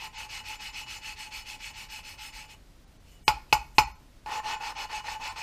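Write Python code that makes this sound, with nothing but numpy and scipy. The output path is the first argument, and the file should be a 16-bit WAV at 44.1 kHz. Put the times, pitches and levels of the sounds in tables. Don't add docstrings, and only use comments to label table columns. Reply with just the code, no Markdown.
import sys
import numpy as np
from scipy import signal
from scipy.fft import rfft, irfft, next_fast_len
from scipy.io import wavfile
from scipy.ndimage import uniform_filter1d, map_coordinates

SR = 44100
rng = np.random.default_rng(int(sys.argv[2]) if len(sys.argv) > 2 else 0)


def output_pcm(signal):
    pcm = np.clip(np.atleast_2d(signal).T, -1, 1) * 32767
    wavfile.write(sys.argv[1], SR, np.round(pcm).astype(np.int16))


def boost(x):
    u = np.asarray(x, float) / 20
    return 10 ** u


N = 239327
CLOCK = np.arange(N) / SR

# start in seconds, grit level in dB,
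# place of top speed from 0 to 1.
TURNS = [
    [(-0.055, -32, 0.72), (0.1383, -32.5, .52), (0.296, -31, 0.45), (0.447, -31.5, 0.49),
     (0.601, -32, 0.44), (0.7367, -30, 0.51), (0.87, -31, 0.52), (1.022, -32.5, 0.51), (1.1747, -33, .37),
     (1.3194, -31.5, 0.4), (1.46, -33.5, 0.44), (1.5983, -32.5, 0.53), (1.747, -34.5, 0.4),
     (1.8986, -33, 0.42), (2.041, -36, 0.4), (2.189, -33, 0.41), (2.336, -36, 0.34), (2.491, -41.5, 0.5)],
    [(4.27, -30, 0.65), (4.4428, -28, 0.52), (4.609, -29.5, 0.53), (4.7629, -29, 0.52), (4.8997, -30, 0.54),
     (5.0488, -31, 0.5), (5.2066, -29.5, 0.52), (5.3712, -30.5, 0.29)],
]
LAST_TURN_S = [0.075, 0.17]
MOVING = [0.93, 0.85]
LONGEST_S = 0.1515
# time in seconds, level in dB.
PRESS = [(0, -42), (.5, -47), (1.2, -48), (1.7, -50.5), (2.5, -52.5), (4.26, -29), (4.7, -34), (5.4, -36)]
FIZZ_DB, FIZZ_PER_PRESS, FIZZ_UNDER_DB = -60, -0.18, 17.5
# start in seconds, grit level in dB, length in seconds,
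# fizz over grit in dB.
LIFTS = [
    (3.042, -57.5, 0.16, -9.5),
    (3.237, -54, 0.1, 3),
    (3.49, -56, 0.056, -8),
    (3.743, -57.5, 0.066, 1),
]
LIFT_TOP, LIFT_DRUM_DB = .52, -32
CASTING_HZ = [1310, 2110, 2245, 2375, 2475, 2937, 4145, 4800, 4867, 5203, 5575, 5910, 6095, 6510, 7095,
              7760, 8200, 8527, 8730, 9070, 9268, 9870, 11400, 11620, 12200, 12470, 14500, 15000, 15200]
# width in Hz, level in dB.
RUBBED = [(70, -13), (72.4, -9.5), (35, -3), (40, -11), (60.3, -1), (25.74, 3), (60, -5.5), (36.2, -7.5),
          (40, -16), (46, -3), (60, -11.5), (45, -14), (36, -7.5), (35.8, -7), (23.7, -5), (69, -11.5),
          (35, -12), (39.7, -20), (50, -21), (49, -16.5), (24, -18), (34, -29), (40, -23.5), (30, -22.5),
          (50, -20.5), (30, -26.5), (60, -22), (40, -29.5), (40, -29)]
# frequency in Hz, width in Hz, level in dB.
SEAT = [(2593, 150, -0.5), (3370, 540, -14), (4378, 118, -6.5)]
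# frequency in Hz, level in dB per Hz.
PASTE = [(180, -49.5), (300, -37.5), (661, -28.5), (860, -11), (933, -28.5), (1660, -8.5), (2550, -1.5),
         (3720, -13), (5170, -11), (5610, -10), (15300, -41.5)]
# frequency in Hz, width in Hz, level in dB.
VALVE = [(2937, 16, 0), (7095, 16, -9)]
# frequency in Hz, width in Hz, level in dB.
DRUM = [(250, 200, -51.5), (517, 200, -22), (823, 9.7, -19), (859, 26.8, 9), (1037, 18, 0),
        (1099, 72, -8.5), (1478, 85, -9.5), (1800, 89, -10)]
# time in seconds, peak level in dB, drum level in dB,
# brightness in dB, level of the high rings in dB.
TAPS = [
    (3.2796, -4.5, 2.5, -3, -3),
    (3.5266, -5.5, 3.5, -0.5, 1),
    (3.783, -3, 3.5, -1.5, 1.5),
    (4.261, -24, 1.5, -12, -2),
]
# level in dB, t60 in seconds.
STRUCK = [(-17.5, 0.15), (-33, 0.062), (-10.5, 0.11), (-23.5, 0.1), (-25, 0.1), (-11.5, 0.12),
          (-37.5, 0.15), (-26, 0.058), (-7, 0.069), (-11.5, 0.1), (-26.5, 0.051), (-31, 0.093),
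          (-18, 0.099), (-13, 0.035), (-20, 0.19), (-22, 0.068), (-28, 0.18), (-31, 0.091), (-28.5, .12),
          (-45, .1), (-38, .1), (-39, .1), (-36.5, .1), (-25.5, .1), (-34, .08), (-23, .09), (-36.5, .07),
          (-35, .07), (-27, 0.058)]
# frequency in Hz, level in dB, t60 in seconds,
# rise in seconds.
THUD = [(40.6, -23.5, 0.29, 0.023), (60.2, -21.5, 0.34, 0.019), (135.8, -12.5, 0.078, 0.0093),
        (400, 1, 0.0082, 0.00056), (848, -6.5, 0.14, 0.00089), (920, -6, 0.021, 0.0022),
        (990, -17, 0.032, 0.0013), (1050, -18, 0.028, .001), (1150, -23.5, 0.03, .001),
        (1449, -14.5, 0.09, 0.0014), (2546, 7, 0.02, 0.00028), (2687, 2.5, 0.018, 0.00038),
        (4310, 6.5, 0.011, 0.00023)]
# start in Hz, sag in Hz per second,
# t60 in seconds, damped after seconds.
TONE = (874, 760, .19, .056)
# frequency in Hz, level in dB per Hz.
CRACK = [(360, -31.5), (620, -19), (739, -14.5), (904, -1.5), (1180, -12.5), (1700, -19.5), (2480, -9.5),
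         (3820, -20), (5000, -17.5), (5800, -21), (7290, -28), (9940, -37), (12700, -28.5), (15500, -42)]
# frequency in Hz, t60 in seconds.
RATTLE = [(100, 0.08), (500, 0.13), (900, 0.15), (3000, 0.053), (8000, 0.098), (15000, 0.098)]
ECHO_DB = -21
# frequency in Hz, t60 in seconds.
GARAGE = [(60, 0.45), (300, 0.25), (1000, 0.45), (3000, 0.23), (8000, 0.46), (15000, 0.74)]
# frequency in Hz, level in dB per Hz.
AIR = [(8.8, -45.5), (15, -4), (48, -2), (72, -14.5), (125, -14), (182, -19), (266, -20), (462, -27.5),
       (504, -25), (673, -27), (1070, -32), (4850, -36.5), (15500, -48)]
AIR_DB = -54
# frequency in Hz, level in dB.
AIR_LINES = [(43, -63.5), (85, -64.5)]
# middle in seconds, threshold in dB.
THINNED = [(.158, -7), (.495, -20), (.586, -14), (.862, -26), (1.172, -9.5), (1.24, -11), (1.52, -19),
           (1.572, -22), (1.685, -11), (1.753, -8), (1.96, -12.5), (2.213, -8.5), (2.862, -15.5),
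           (2.988, -16.5), (3.213, -20), (3.253, -6.5), (3.858, -16), (3.935, -12.5), (3.976, -15),
           (4.212, -14.5), (4.567, -17), (4.765, -16), (5.303, -9)]
THINNED_S, THINNED_S_PER_DB = .056, .001
TOP_HZ = 15330


def lapping():
    rounds, lifts = strokes()
    turns = rounds + lifts
    return rubbed_casting(turns) + singing_valve(turns, lifts) + rocking_head(turns)


def strokes():
    rounds = []
    for turns, last, moving in zip(TURNS, LAST_TURN_S, MOVING):
        start, grit_db, top = np.transpose(turns)
        press_db = np.interp(start, *np.transpose(PRESS))
        length = np.append(np.minimum(moving * np.diff(start), LONGEST_S), last)
        fizz_db = np.minimum(FIZZ_DB + FIZZ_PER_PRESS * press_db, grit_db - FIZZ_UNDER_DB)
        rounds += zip(start, length, top, grit_db, press_db, fizz_db)
    lifts = [(start, length, LIFT_TOP, db, db + LIFT_DRUM_DB, db + fizz_db)
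             for start, db, length, fizz_db in LIFTS]
    return rounds, lifts


def rubbed_casting(turns):
    low = lambda f: 1 / (1 + (f / 8000) ** 6)
    broad = lambda f: boost(along(PASTE, f))
    casting = [(hz, *mode) for hz, mode in zip(CASTING_HZ, RUBBED)]
    modes = resonances(sorted(casting + SEAT))
    body = force(turns, 0.84, "grit", lead=0.015)
    fizz = force(turns, 1.1, "fizz", lead=0.0061)
    out = driven(body * grit(1.1, 0.49), lambda f: broad(f) * low(f), -14.5)
    out += driven(body * grit(0.43, 0.7), lambda f: modes(f) * low(f), -10)
    out += driven(fizz * grit(1.4, 1.6), lambda f: broad(f) * (1 - low(f)), -6)
    out += driven(fizz * grit(1.8, 1.3), lambda f: modes(f) * (1 - low(f)), -3.0)
    return patchy(out, depth_db=1.47)


def singing_valve(turns, lifts):
    push = force(turns, .4, "grit", lead=0.0054)
    push += boost(12.5) * force(lifts, 1.1, "grit", lead=.004)
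    return driven(push * grit(1.0, 1.1), resonances(VALVE), -22.5)


def rocking_head(turns):
    push = force(turns, 0.19, "drum", lead=0.012)
    return driven(push * grit(2.93, 2.03), resonances(DRUM), -3.5)


def force(rows, sharp, layer, lead):
    out = np.zeros(N)
    column = ("grit", "drum", "fizz").index(layer)
    for start, length, top, *levels in rows:
        u = np.clip((CLOCK - start + lead) / length, 0, 1)
        u = u ** (np.log(.5) / np.log(np.clip(top, .15, .85)))
        out += boost(levels[column]) * np.abs(np.sin(np.pi * u)) ** sharp
    return out


def grit(spiky_db, clump_db):
    grains = np.repeat(rng.exponential(size=N // 12 + 1), 12)[:N]
    clumps = map_coordinates(rng.standard_normal(N // 150 + 4), [np.arange(N) / 150])
    return unit(rng.standard_normal(N) * boost(spiky_db * grains + clump_db * clumps))


def patchy(x, depth_db):
    z = signal.stft(x, nperseg=512)[2]
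    field = uniform_filter1d(rng.standard_normal(z.shape), size=5, axis=0)
    field = uniform_filter1d(field, size=8, axis=1)
    return signal.istft(z * boost(depth_db * unit(field)), nperseg=512)[1][:N]


def driven(push, response, db):
    gain = np.sqrt(np.mean(np.abs(response(np.linspace(1, SR / 2, 20000))) ** 2))
    return boost(db) * filtered(push, response) / gain


def resonances(peaks):
    def response(f):
        return sum((-1) ** k * boost(db) * 1j * f * width / (hz * hz - f * f + 1j * f * width)
                   for k, (hz, width, db) in enumerate(peaks))
    return response


def filtered(x, response):
    m = next_fast_len(len(x) + SR // 2)
    return irfft(rfft(x, m) * response(np.fft.rfftfreq(m, 1 / SR)), m)[:len(x)]


def along(points, hz):
    f, v = np.transpose(points)
    return np.interp(np.log(hz + 1), np.log(f + 1), v)


def unit(x):
    return x / np.sqrt(np.mean(x ** 2) + 1e-20)


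def taps():
    out, t = np.zeros(N + SR), np.arange(SR // 2) / SR
    drum = bench_drum(t)
    seat = sum(ring(t, *mode) for mode in THUD if mode[0] > 1500)
    echo = np.sin(2 * np.pi * 862 * t) * np.exp(-((t - .096) / .0105) ** 4)
    for s, db, drum_db, bright_db, high_db in TAPS:
        metal = struck_casting(t, high_db)
        crack = dying(CRACK, lambda hz: along(RATTLE, hz), size=SR // 2)[:len(t)]
        bright = seat + metal + boost(24.0) * crack
        blow = boost(drum_db) * drum + boost(bright_db) * bright + boost(ECHO_DB) * echo
        out[round(s * SR):][:len(t)] += boost(db - 9.5) * blow
    return out[:N]


def bench_drum(t):
    start_hz, sag, fade, damped = TONE
    drum = boost(-1.0 - 60 * t / fade) * np.sin(2 * np.pi * (start_hz - sag * t / 2) * t)
    drum *= 1 - np.exp(-t / 0.0032)
    drum *= 1 / (1 + np.exp((t - damped) / .004))
    drum += sum(ring(t, *mode) for mode in THUD[1:] if mode[0] < 1500)
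    return drum - ring(t, *THUD[0])


def struck_casting(t, high_db):
    metal = np.zeros(len(t))
    for hz, (db, t60) in zip(CASTING_HZ, STRUCK):
        metal += ring(t, hz, db + high_db * (hz > 6000) + rng.normal(0, 1.1), t60, 0.001)
    return metal


def ring(t, hz, db, t60, rise):
    return boost(db - 60 * t / t60) * np.sin(2 * np.pi * hz * t) * (1 - np.exp(-t / rise))


def dying(spectrum, t60, size):
    hz, t, z = signal.stft(rng.standard_normal(size), SR, nperseg=128)
    tail = signal.istft(z * boost(-60 * t / t60(hz)[:, None]), SR, nperseg=128)[1]
    tail = filtered(tail, lambda f: boost(along(spectrum, f)))
    return tail / np.linalg.norm(tail)


def garage(x):
    colour = [(20, 7), (400, -6.5), (860, -12), (2000, 0.0), (16000, -14.5)]  # (Hz, dB)
    tail = dying(colour, lambda hz: along(GARAGE, hz), size=SR // 2)
    return signal.fftconvolve(np.pad(x, (400, 0)), tail)[:N]


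def air():
    out = boost(AIR_DB) * unit(filtered(rng.standard_normal(N), lambda f: boost(along(AIR, f))))
    for hz, db in AIR_LINES:
        out += boost(db) * unit(filtered(rng.standard_normal(N), resonances([(hz, 8, 0)])))
    return out


def scene():
    rub, knocks = lapping(), taps()
    echo = garage(boost(-15.5) * rub + boost(-18.0) * knocks)
    return (rub + knocks + echo + air())[None]


def thinned(x):
    x = np.pad(x, (0, SR))
    for s, threshold_db in THINNED:
        size = round((THINNED_S + THINNED_S_PER_DB * threshold_db) * SR)
        first = round(s * SR) - size // 2
        part = slice(first, first + size)
        window = np.sqrt(signal.windows.tukey(size, .6))
        z = rfft(window * x[part])
        level = 20 * np.log10(np.abs(z) / np.abs(z).max() + 1e-9)
        lost = level < threshold_db + .5 * uniform_filter1d(level, 40)
        x[part] -= window * irfft(z * lost, size)
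    return x[:N]


def roll_off(x):
    return signal.sosfilt(signal.butter(12, 16270, fs=SR, output="sos"), x)


def record(dry):
    leak = lambda hz: boost(-29.5 - .02 * (hz - TOP_HZ))
    heard = filtered(dry[0], lambda hz: np.where(hz < TOP_HZ, 1, leak(hz)))
    mix = thinned(heard)[None]
    return roll_off(mix)


dry = scene()
out = record(dry)
output_pcm(out)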